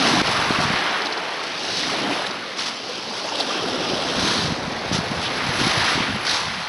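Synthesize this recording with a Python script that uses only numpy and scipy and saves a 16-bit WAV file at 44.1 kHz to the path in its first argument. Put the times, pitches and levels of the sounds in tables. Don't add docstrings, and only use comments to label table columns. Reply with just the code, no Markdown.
import sys
import numpy as np
from scipy import signal
from scipy.fft import rfft, irfft
from scipy.io import wavfile
from scipy.ndimage import uniform_filter1d

SR = 44100
rng = np.random.default_rng(int(sys.argv[2]) if len(sys.argv) > 2 else 0)


def decibels_to_gain(level_db):
    exponent = np.asarray(level_db, float) / 20
    return 10 ** exponent


def transcribe(u):
    v = np.clip(np.atleast_2d(u).T, -1, 1)
    q = np.round(v * 32767).astype(np.int16)
    wavfile.write(sys.argv[1], SR, q)


N = 294588

# frequency_hz, level_db
SPRAY = [(5000, -33), (6800, -1.5), (7700, -0.5), (9300, -4), (10700, 3), (11200, -7), (11500, -16),
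         (11800, -30)]


def evened(x):
    return x / np.sqrt(np.mean(x ** 2) + 1e-20)


def add(mix, s, sound):
    part = mix[max(round(s * SR), 0):][:len(sound)]
    part += sound[:len(part)]


def add_centred(mix, s, sound):
    half = len(sound) // 2
    add(mix, s - half / SR, sound[max(half - round(s * SR), 0):])


def column(rows, index):
    rows = np.array(rows)
    return np.interp(np.arange(N) / SR, rows[:, 0], rows[:, index])


def coloured(x, points):
    f, db = np.transpose(points)
    hz = np.fft.rfftfreq(len(x), 1 / SR)
    gain = decibels_to_gain(np.interp(np.log(hz + 1), np.log(f), db, -120, -120))
    return evened(irfft(rfft(x) * gain, len(x)))


def gliding(x, points, factor, size=512):
    f, db = np.transpose(points)
    hz, t, z = signal.stft(x, SR, nperseg=size)
    stretch = np.clip(np.interp(t, np.arange(N) / SR, factor), .4, 2.5)
    gain = decibels_to_gain(np.interp(np.log(hz[:, None] / stretch + 1), np.log(f), db))
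    filtered = signal.istft(z * gain, SR, nperseg=size)[1][:N]
    level = np.sqrt((gain[hz < 6000] ** 2).mean(0))
    return filtered / np.interp(np.arange(N) / SR, t, level)


def flutter(top_hz):
    return coloured(rng.standard_normal(N), [(3, 0), (top_hz, -12), (3 * top_hz, -60)])


def patchy(patch_db, size=512):
    frames = 4 * N // size + 5
    a, b, patches = rng.standard_normal((frames, size // 2 + 1, 3)).T
    patches = uniform_filter1d(patches, size=6, axis=0)
    patches = evened(uniform_filter1d(patches, size=16, axis=1))
    z = (a + 1j * b) * decibels_to_gain(patch_db * patches)
    return evened(signal.istft(z, nperseg=size, noverlap=3 * size // 4)[1][:N])


def pops(per_s, spread_db):
    size_db = spread_db * np.minimum(rng.exponential(1, N), 4.2)
    clicks = decibels_to_gain(size_db) * rng.choice([-1., 1.], N)
    return evened(clicks * (rng.random(N) < per_s / SR))


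def ring(hz, t60, glide, rise):
    t = np.arange(int(max(t60, .005) * SR)) / SR
    tone = np.sin(2 * np.pi * hz * (t + glide * t ** 2 / t60))
    return tone * decibels_to_gain(-60 * t / t60) * (1 - np.exp(-t / rise))


def froth(per_s, low_hz, high_hz, cycles, count=16):
    out, births, kind = np.zeros(N), pops(per_s, 1.95), rng.integers(0, count, N)
    for k, hz in enumerate(np.geomspace(low_hz, high_hz, count)):
        bubble = ring(hz, 2 * cycles / hz, 0.23, .5 / hz)
        bubble = evened(bubble) / np.sqrt(len(bubble))
        out += signal.oaconvolve(births * (kind == k), bubble)[:N]
    return evened(out)


def echoed(x):
    # time_s, first_notch_hz, share
    slope_echo = [
        (0, 2300, 0.018),
        (2.4, 2280, 0.017),
        (2.8, 2020, 0.12),
        (3.3, 2080, 0.2),
        (4.0, 2230, 0.27),
        (4.45, 2680, 0.064),
        (4.7, 2806, 0.019),
        (6.68, 2810, 0.022),
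    ]
    share = np.clip(column(slope_echo, index=2), 0, .9)
    late = np.interp(np.arange(N) - SR / column(slope_echo, index=1), np.arange(N), x)
    return (x - share * late) / np.sqrt(1 + share ** 2)


def surf():
    # time_s, force_db, foam_db (re force), trapped_air_db (re force),
    # bubble_pitch_factor, air_pocket_pitch_factor
    water = [(0.0, -22, 0.5, -8.5, 0.84, 0.87), (.45, -24, -1.5, -8, 0.8, 0.87),
             (.91, -22.5, -8.5, -9.5, 1.11, 0.99), (1.1, -27.5, -6, -2.5, 1.07, 1.15),
             (1.42, -31.5, -1, -3, 0.95, 1.24), (1.78, -31, 6.5, -4.5, 1.16, 0.99),
             (2.12, -27, -2.5, -1.5, 0.86, 1.02), (2.46, -33.5, -2, -9, 1, 0.76),
             (2.86, -37, 5, -1, 0.94, 0.99), (3.18, -36, 6, 0, 0.89, 1.2),
             (3.45, -32.5, 3, 2.5, 0.81, 0.88), (4.05, -31, 2.5, 3, 0.99, 1.06),
             (4.28, -26.5, 5, -4, 0.85, 0.55), (4.61, -33, -0.6, 2, 0.76, 1.12),
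             (5.15, -30.5, -1, -2.5, 0.85, 1.065), (5.9, -22.5, -1, -8.5, 1.07, 1.05),
             (6.17, -27.5, -6, -9.5, 1.1, 0.92), (6.68, -31, -1.5, -7, 1, 1.5)]
    # time_s, finest_mist_db
    mist_curve = [(0, 0.5), (.9, -2), (1.3, -1), (1.75, -3), (2.2, 2.5), (2.9, -2.5), (3.45, -1.5),
                  (4.1, -0.5), (4.75, -2.5), (5.0, 3), (5.45, 1), (5.56, 6.5), (5.9, 1), (6.0, -4),
                  (6.2, 7), (6.68, 0)]
    # frequency_hz, level_db
    gurgle_spectrum = [(40, -45), (120, -44), (280, -5), (500, -2.5), (800, -5), (1300, -19.5),
                       (3000, -39.5)]
    roar_spectrum = [(200, -47), (650, -8), (1000, -5), (1400, -4), (2000, -5), (3200, -9.5), (7000, -29.5)]
    fizz_spectrum = [(700, -15.5), (1800, -6.5), (2600, -5), (3400, -5), (5000, -4), (9000, -2.5)]
    fizz_rolloff = [(100, -1.5), (4300, -2), (5500, -6.5), (6500, -13.5), (7300, -31), (8000, -42)]

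    shared = flutter(106)
    force_db, foam_db, air_db = (column(water, index=i) for i in (1, 2, 3))
    fine = np.clip(column(water, index=4), .5, 2)
    pocket = column(water, index=5)

    gurgle = patchy(2.6, size=1024) + 0.32 * froth(900, 202.2, 1414, 5.0)
    gurgle = evened(gliding(gurgle, gurgle_spectrum, pocket, size=1024))
    roar = patchy(2.34) + .5 * froth(3000, 620.0, 5030, 9.2)
    roar = evened(gliding(roar, roar_spectrum, fine))

    crackle = pops(2500, 3.8)
    fizz_pitch = 1 + 0.35 * foam_db
    fizz = gliding(patchy(1.2) + 0.67 * crackle, fizz_spectrum, fizz_pitch)
    fizz = coloured(fizz, fizz_rolloff)

    spray = coloured(patchy(1.6) + .8 * crackle, SPRAY)
    mist = irfft(rfft(spray) * (np.fft.rfftfreq(N, 1 / SR) > 10000), N)
    spray = spray + (decibels_to_gain(column(mist_curve, index=1)) - 1) * mist
    spray_db = -42.5 + 1.27 * (force_db + 28) + 1.16 * foam_db

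    reflected = decibels_to_gain(force_db + 0.11 * shared) * roar
    reflected = reflected + decibels_to_gain(force_db + foam_db + 0.78 * shared) * fizz
    return (decibels_to_gain(force_db + air_db + 0.46 * shared) * gurgle
            + echoed(reflected)
            + decibels_to_gain(spray_db + 1.8 * shared) * spray)


def stones():
    # start_s, peak_db, pitch_hz, spray_db (relative)
    impacts = [(1.0184, -14, 4460, -29), (1.0524, -18, 3200, -29), (1.056, -14, 4800, -24),
               (1.0678, -16.5, 4040, -19), (1.123, -15, 4500, -33), (1.1304, -22, 5360, -27),
               (1.1744, -18, 4500, -30), (1.3326, -25, 3390, -15), (.924, -20, 4730, -30),
               (1.212, -32, 4700, -28), (1.265, -33, 4900, -28), (1.344, -23, 4670, -28),
               (1.8325, -23, 4410, -31), (1.899, -17, 3060, -16), (2.2642, -13.5, 3650, -19),
               (2.3085, -16.5, 4740, -32), (2.3553, -24, 2950, -22), (2.5942, -21, 4190, -30),
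               (2.6094, -20, 3800, -26), (2.658, -20, 4500, -26), (3.354, -16, 3540, -16),
               (3.384, -18, 3690, -25), (3.3992, -22, 3700, -21), (3.407, -12, 3930, -26),
               (4.9272, -26, 4250, -13), (6.2664, -10, 4070, -22), (6.2924, -10, 3860, -23),
               (6.309, -12, 4400, -16)]
    out, t = np.zeros(N), np.arange(4096) / SR
    t60_s, rise_s = 0.02, 0.0019
    for s, db, hz, rel_db in impacts:
        noise = rng.standard_normal(4096)
        clack = coloured(noise, [(.5 * hz, -30), (.8 * hz, -8), (.92 * hz, -1),
                                 (1.08 * hz, -1), (1.25 * hz, -12), (1.6 * hz, -34)])
        spit = decibels_to_gain(rel_db + 7.5) * coloured(noise, SPRAY)
        envelope = decibels_to_gain(db - 3.0 - 60 * t / t60_s) * (1 - np.exp(-t / rise_s)) ** 2
        add(out, s, envelope * 2 * (clack + spit))
    return out


def raked_stones():
    # peak_s, level_db, rise_s, fall_t60_s
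    handfuls = [(2.15, -30.5, .06, 0.49), (2.594, -22.5, 0.024, 0.36), (2.672, -26.5, 0.015, 0.23),
                (3.405, -26, 0.024, 0.14), (3.52, -30, 0.06, 0.4), (4.21, -39, 0.012, 1),
                (4.36, -27.5, 0.082, 0.74), (4.932, -24.5, 0.013, 0.18), (4.962, -24.5, 0.019, 0.19),
                (5.258, -30, 0.032, 0.21), (6.256, -27, 0.006, 0.45), (6.296, -25.5, 0.0091, 0.17),
                (6.314, -26, 0.0048, 0.39), (6.268, -28, .004, .08), (4.43, -35.5, .04, 0.26),
                (1.125, -32, .002, .04), (2.268, -33, .003, .05), (5.88, -36, .04, 0.25),
                (0.61, -28, 0.04, 0.56), (3.2, -34.5, .06, .8), (5.17, -35, 0.047, .5),
                (5.64, -25.5, 0.083, 1.8), (6.36, -31, .03, 1.6), (0.095, -23.5, .06, 0.67)]
    # frequency_hz, level_db
    grit_spectrum = [(300, -9), (1000, -2.5), (2500, -3), (4200, 0), (5500, -1), (6600, -6.5),
                     (7700, -13.5), (10700, -14), (11500, -26), (11800, -70)]
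    t, heap = np.arange(N) / SR, np.zeros(N)
    for s, db, rise, t60 in handfuls:
        rise_db = -8.7 * np.minimum((t - s) / rise, 9) ** 2
        fall_db = -60 * (t - s) / t60
        heap += decibels_to_gain(db + np.where(t < s, rise_db, fall_db).clip(-150))
    grit = coloured(rng.standard_normal(N) + 0.64 * pops(2500, 3.0), grit_spectrum)
    return heap * decibels_to_gain(1.84 * flutter(70)) * echoed(grit)


def bubbles():
    # start_s, peak_db, pitch_hz
    air_pockets = [(0.35, -11, 1196), (.419, -12, 1140), (.549, -9, 1100), (.871, -13, 1430),
                   (1.832, -15, 2100), (1.92, -14, 415), (2.063, -11, 700), (2.092, -16, 605),
                   (2.194, -13, 596), (3.247, -12, 620), (3.32, -10, 884), (3.389, -10.5, 560),
                   (3.505, -11.5, 1180), (3.639, -8, 413), (5.131, -15, 680),
                   (2.0368, -14, 2987),
        (2.1294, -16, 3630),
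        (2.1919, -19, 1620),
        (2.244, -14, 1690),
                   (0.6194, -18, 1360),
        (0.685, -13, 1870),
        (0.7594, -15, 1350),
        (0.82, -11, 1650),
        (0.9294, -24, 1630),
        (5.811, -12, 1690),
        (5.8794, -11, 1570),
        (5.9294, -17, 1650),
                   (3.673, -16, 670),
        (3.846, -29, 482),
        (3.895, -12, 308),
        (4.046, -14, 695),
    ]
    out = np.zeros(N)
    for s, db, hz in air_pockets:
        add(out, s, decibels_to_gain(db - 3.0) * ring(hz, 0.038, 0.055, 0.0021))
    return out


def drops():
    # start_s, peak_db, pitch_hz
    pings = [(.269, -13, 2930), (.272, -19, 4170), (.433, -20, 2580), (.787, -22, 5510), (.91, -21, 5600),
             (1.131, -23, 5355), (1.174, -23, 4650), (1.211, -33, 5170), (1.264, -32, 5270),
             (1.398, -26, 4480), (1.469, -23, 4850), (1.578, -22, 4820), (1.769, -21, 4940),
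             (2.074, -22, 3820), (2.181, -26, 5320), (2.191, -18, 3600), (2.215, -23, 4130),
             (2.265, -21, 3960), (2.316, -22, 3790), (2.353, -27, 5010), (2.583, -20, 5690),
             (2.594, -16, 4130), (2.957, -26, 3270), (3.002, -26, 3270), (3.215, -19, 4345),
             (3.287, -20, 2760), (3.59, -15, 3250), (3.899, -16, 3100), (4.276, -14, 3122),
             (4.421, -22, 5690), (4.472, -26, 5360), (4.634, -25, 3790), (4.807, -28, 4480),
             (4.876, -27, 3620), (4.932, -18, 5910), (5.052, -28, 3790), (5.09, -26, 4500),
             (5.622, -22, 5860), (6.107, -21, 3100), (6.296, -15, 4100), (6.313, -16, 4250),
             (6.268, -17, 3180), (1.068, -20, 3900), (6.639, -20, 4130)]
    out = np.zeros(N)
    for s, db, hz in pings:
        add(out, s, decibels_to_gain(db) * ring(hz, 0.02, 0.034, 0.00057))
    return out


def splashes():
    # centre_s, level_db, pitch_hz, half_length_s
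    splash_bursts = [(0.075, -31, 780, .03), (.185, -26, 850, 0.023), (.37, -31, 1150, .025),
                     (0.76, -31.5, 4100, .03), (.85, -29, 1400, 0.042), (2.13, -26.5, 2450, .015),
                     (2.332, -33, 1350, .03), (2.49, -37, 510, 0.072), (2.953, -38, 2700, .06),
                     (3.07, -42, 2000, .05), (3.572, -34, 1330, .05), (3.556, -33, 2750, .06),
                     (3.698, -36, 430, .05), (3.841, -34, 2800, 0.089), (3.827, -36, 1450, 0.044),
                     (4.271, -35, 3000, .05), (4.793, -37.5, 1900, 0.08), (5.26, -29, 3200, 0.03),
                     (5.399, -36, 3100, .03), (5.54, -34, 340, .025), (5.801, -31, 4200, .07),
                     (5.882, -34, 1700, .04), (6.298, -34, 4000, 0.022), (6.343, -33, 910, 0.036),
                     (6.4, -31, 1000, .03), (6.557, -37, 900, 0.048), (6.154, -35, 220, 0.023),
                     (6.58, -37.5, 160, .04), (3.405, -24, 4500, .007), (6.27, -30, 2000, .008),
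                     (6.295, -32, 1640, .012), (6.315, -34, 3300, .012), (.1, -33, 390, 0.085),
                     (.06, -34, 270, .06), (0.232, -28, 2200, .015), (1.0, -39, 500, 0.063), (2.9, -34, 500, .04),
                     (3.8, -36, 320, 0.11), (4.42, -36, 146, 0.05), (3.9, -35, 4600, .07), (4.2, -37, 3100, .04),
                     (5.4, -32, 2300, .03), (6.1, -32.5, 246, .04), (2.0, -38.5, 169, .1), (2.7, -40, 200, .05),
                     (1.06, -32, 5000, .01), (.76, -41, 70, .03), (4.0, -38, 380, .04), (5.45, -33, 270, .025),
                     (3.1, -40, 230, .04),
                     (3.408, -24, 4400, .003), (3.387, -28, 3800, .005), (3.407, -25, 750, .004),
             (6.252, -29, 4500, .004), (6.281, -25, 4300, .007), (6.283, -27, 1700, .008),
             (6.316, -24, 3900, .007), (6.343, -26, 4300, .004), (1.897, -29, 1200, .006),
             (1.837, -27, 1900, .006), (2.193, -28, 3300, .004), (.205, -27, 1500, .012),
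             (.2, -29, 3500, .015), (1.8, -33, 3000, .05), (6.3, -29, 4800, .02), (3.29, -35, 5500, .03),
             (2.07, -31, 290, .07), (1.935, -33, 650, .02), (.645, -27, 1050, .02), (.3, -28, 950, .015),
             (5.9, -33, 1900, .06), (6.12, -35, 105, .04), (5.64, -34, 105, .04), (3.265, -33, 800, .035),
             (.88, -32, 1850, .06), (3.88, -36, 450, .15), (3.555, -33, 4500, .012)]
    out, t = np.zeros(N), np.arange(-8192, 8192) / SR
    w = 1.2
    for s, db, hz, half in splash_bursts:
        band = coloured(rng.standard_normal(len(t)), [(hz / w ** 3, -40), (hz / w, -3), (hz, 0),
                                                      (hz * w, -3), (hz * w ** 3, -40)])
        add_centred(out, s, decibels_to_gain(db) * band * np.exp(-(t / half) ** 2))
    return out


def spits():
    # start_s, peak_db
    beads = [(1.7057, -34), (1.802, -31), (1.9691, -32), (2.1103, -34), (2.2221, -34), (2.5134, -42),
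             (2.8955, -36), (3.0068, -41), (3.143, -38), (3.2318, -35), (3.2632, -29), (3.2911, -36),
             (3.4034, -28), (3.5455, -35), (3.613, -37), (4.1377, -34), (4.1981, -30), (4.3238, -31),
             (4.455, -32), (4.8975, -39), (5.2327, -30), (5.5709, -29), (6.1367, -34), (6.2514, -30)]
    out, t = np.zeros(N), np.arange(2048) / SR
    t60_s, rise_s = .014, .0004
    for s, db in beads:
        envelope = decibels_to_gain(db - 60 * t / t60_s) * (1 - np.exp(-t / rise_s))
        add(out, s, envelope * coloured(rng.standard_normal(len(t)), SPRAY))
    return out


def wind():
    # time_s, level_db, eddy_pitch_hz
    eddies = [(0.0, -27, 243), (.2, -28.5, 248.4), (.24, -38, 200), (.72, -36, 172), (.82, -40.5, 234.2),
              (1.45, -46.5, 226), (1.86, -37.5, 215.4), (2.08, -36.5, 241), (2.5, -45, 236.8),
              (3.5, -43, 242.4), (3.75, -35, 240), (4.0, -36, 225), (4.25, -35.5, 213.8),
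              (4.48, -37, 189.8), (4.7, -37, 185), (5.6, -36, 189.9), (6.17, -39, 185), (6.68, -45, 174.8)]
    eddy_hz = column(eddies, index=2)
    carrier = np.exp(2j * np.pi * np.cumsum(eddy_hz) / SR)
    slow = [(.5, -8), (55, -4.5), (120, -12.5), (400, -48)]
    whirl = coloured(rng.standard_normal(N), slow) + 1j * coloured(rng.standard_normal(N), slow)
    rumble = coloured(rng.standard_normal(N), [(12, -45), (30, -18), (60, -7), (90, 1), (140, -4.0), (300, -44)])
    rumble_db = -18 - 0.25 * (eddy_hz - 208.4)
    level = decibels_to_gain(column(eddies, index=1) - 0.1 + 1.25 * flutter(48))
    return level * (evened((carrier * whirl).real) + decibels_to_gain(rumble_db) * rumble)


def buffets():
    # centre_s, peak_db, pitch_hz
    single_buffets = [(.069, -20, 262), (0.081, -13, 260), (0.139, -14, 324), (0.157, -17, 265),
                      (0.217, -10, 255), (.508, -9.5, 252), (0.589, -13, 198), (0.606, -17, 180),
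                      (0.641, -19, 212), (.655, -16, 175), (.705, -17, 178), (.74, -22, 180),
                      (3.936, -14, 272), (4.253, -18, 230), (4.509, -17, 192), (4.524, -13.5, 195),
                      (4.682, -17.5, 188), (4.916, -13.5, 254), (4.929, -15, 172.6), (4.95, -12.5, 165),
                      (4.99, -13.5, 219), (5.616, -11, 270.6), (5.635, -16, 231), (5.655, -17, 206),
                      (5.671, -11.5, 234), (5.958, -18, 247), (5.979, -12, 287), (6.006, -15, 221),
                      (6.107, -20, 193), (6.152, -34, 181)]
    # centre_s, peak_db, pitch_hz, width_s
    puffs = [
        (.012, -23, 276, 0.028),
        (0.04, -28, 285, 0.0091),
        (.115, -31, 246, 0.015),
        (2.05, -26, 292, 0.014),
        (2.077, -20, 254, 0.0081),
        (2.11, -22.5, 294, 0.025),
        (3.694, -31, 294, .0062),
        (5.119, -17, 204, 0.0071),
        (5.493, -17.5, 130.2, 0.01),
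        (5.78, -20, 122, .01),
    ]
    out, t = np.zeros(N), np.arange(-1024, 1024) / SR
    for s, db, hz, width in [(s, db, hz, 0.88 / hz) for s, db, hz in single_buffets] + puffs:
        sagging = hz * t * (1 - 0.065 * t / width)
        swing = np.cos(2 * np.pi * (sagging + rng.random())) * np.exp(-2.2 * (t / width) ** 2)
        add_centred(out, s, decibels_to_gain(db - 0.7) * swing)
    return out


def gusts():
    # start_s, length_s, level_db
    gust_lumps = [(0.009, 0.047, -34), (0.157, 0.184, -29.5), (0.378, 0.047, -26.5), (0.464, 0.09, -33),
                  (0.59, 0.2, -33), (4.162, 0.097, -30), (4.383, 0.18, -29), (4.619, 0.083, -37),
                  (4.888, 0.136, -27), (5.069, 0.15, -33), (5.443, 0.064, -29.5), (5.58, 0.11, -27),
                  (5.762, 0.089, -31), (5.949, 0.09, -28), (6.076, 0.1, -30), (6.438, 0.082, -33),
                  (3.584, 0.15, -39),
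        (3.78, 0.086, -39),
        (3.885, 0.25, -38),
    ]
    # frequency_hz, level_db
    shove_spectrum = [(15, -40), (40, -18), (80, -3), (140, -1), (200, -2), (320, -24)]
    t, held, edge_s = np.arange(N) / SR, np.zeros(N), 0.019
    for s, length, db in gust_lumps:
        inside = np.minimum(t - s, s + length - t)
        held += decibels_to_gain(db) * np.clip(inside / edge_s + .5, 0, 1)
    return held * decibels_to_gain(-4.5 + 2.8 * flutter(40)) * coloured(rng.standard_normal(N), shove_spectrum)


def side_hiss():
    # centre_s, low_hz, high_hz, side_db
    bands = [
        (1.63, 6900, 8940, -53),
        (2.77, 5680, 7500, -49),
        (3.745, 6260, 7600, -56),
        (3.745, 4230, 5270, -38),
        (3.88, 4200, 5170, -36),
        (4.19, 4200, 5160, -38),
    ]
    side = np.zeros(N)
    for s, low_hz, high_hz, db in bands:
        band = [(.98 * low_hz, -60), (low_hz, 0), (high_hz, 0), (1.02 * high_hz, -60)]
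        hiss = coloured(rng.standard_normal(2048), band)
        add_centred(side, s, decibels_to_gain(db) * hiss * signal.windows.hann(2048))
    return side


def scene():
    water = surf() + stones() + raked_stones() + bubbles() + drops() + splashes() + spits()
    return np.tile(water + wind() + buffets() + gusts(), (2, 1))


def band_limit(x):
    return signal.sosfilt(signal.butter(12, 11810, fs=SR, output="sos"), x)


def record(dry):
    # start_s, dip_db, recovery_s
    grabs = [
        (0.219, -6, 0.03),
        (4.53, 0.5, .06),
    ]
    t, hz = np.arange(N) / SR, np.fft.rfftfreq(N, 1 / SR)
    dip_db = np.zeros(N)
    for s, db, back in grabs:
        dip_db += db * np.exp(-(np.maximum(t - s, 0) / back) ** 2) * (t > s)
    response = np.clip((11660 - hz) / 450, 0, 1) ** 1.5
    for notch_hz in (6998, 8495, 9997):
        response = response * (hz - notch_hz) / np.hypot(hz - notch_hz, 550)
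    x = irfft(rfft(dry * decibels_to_gain(uniform_filter1d(dip_db, size=60))) * response, N)
    mix = x + side_hiss() * np.array([[1], [-1]])
    return band_limit(mix)


dry = scene()
out = record(dry)
transcribe(out)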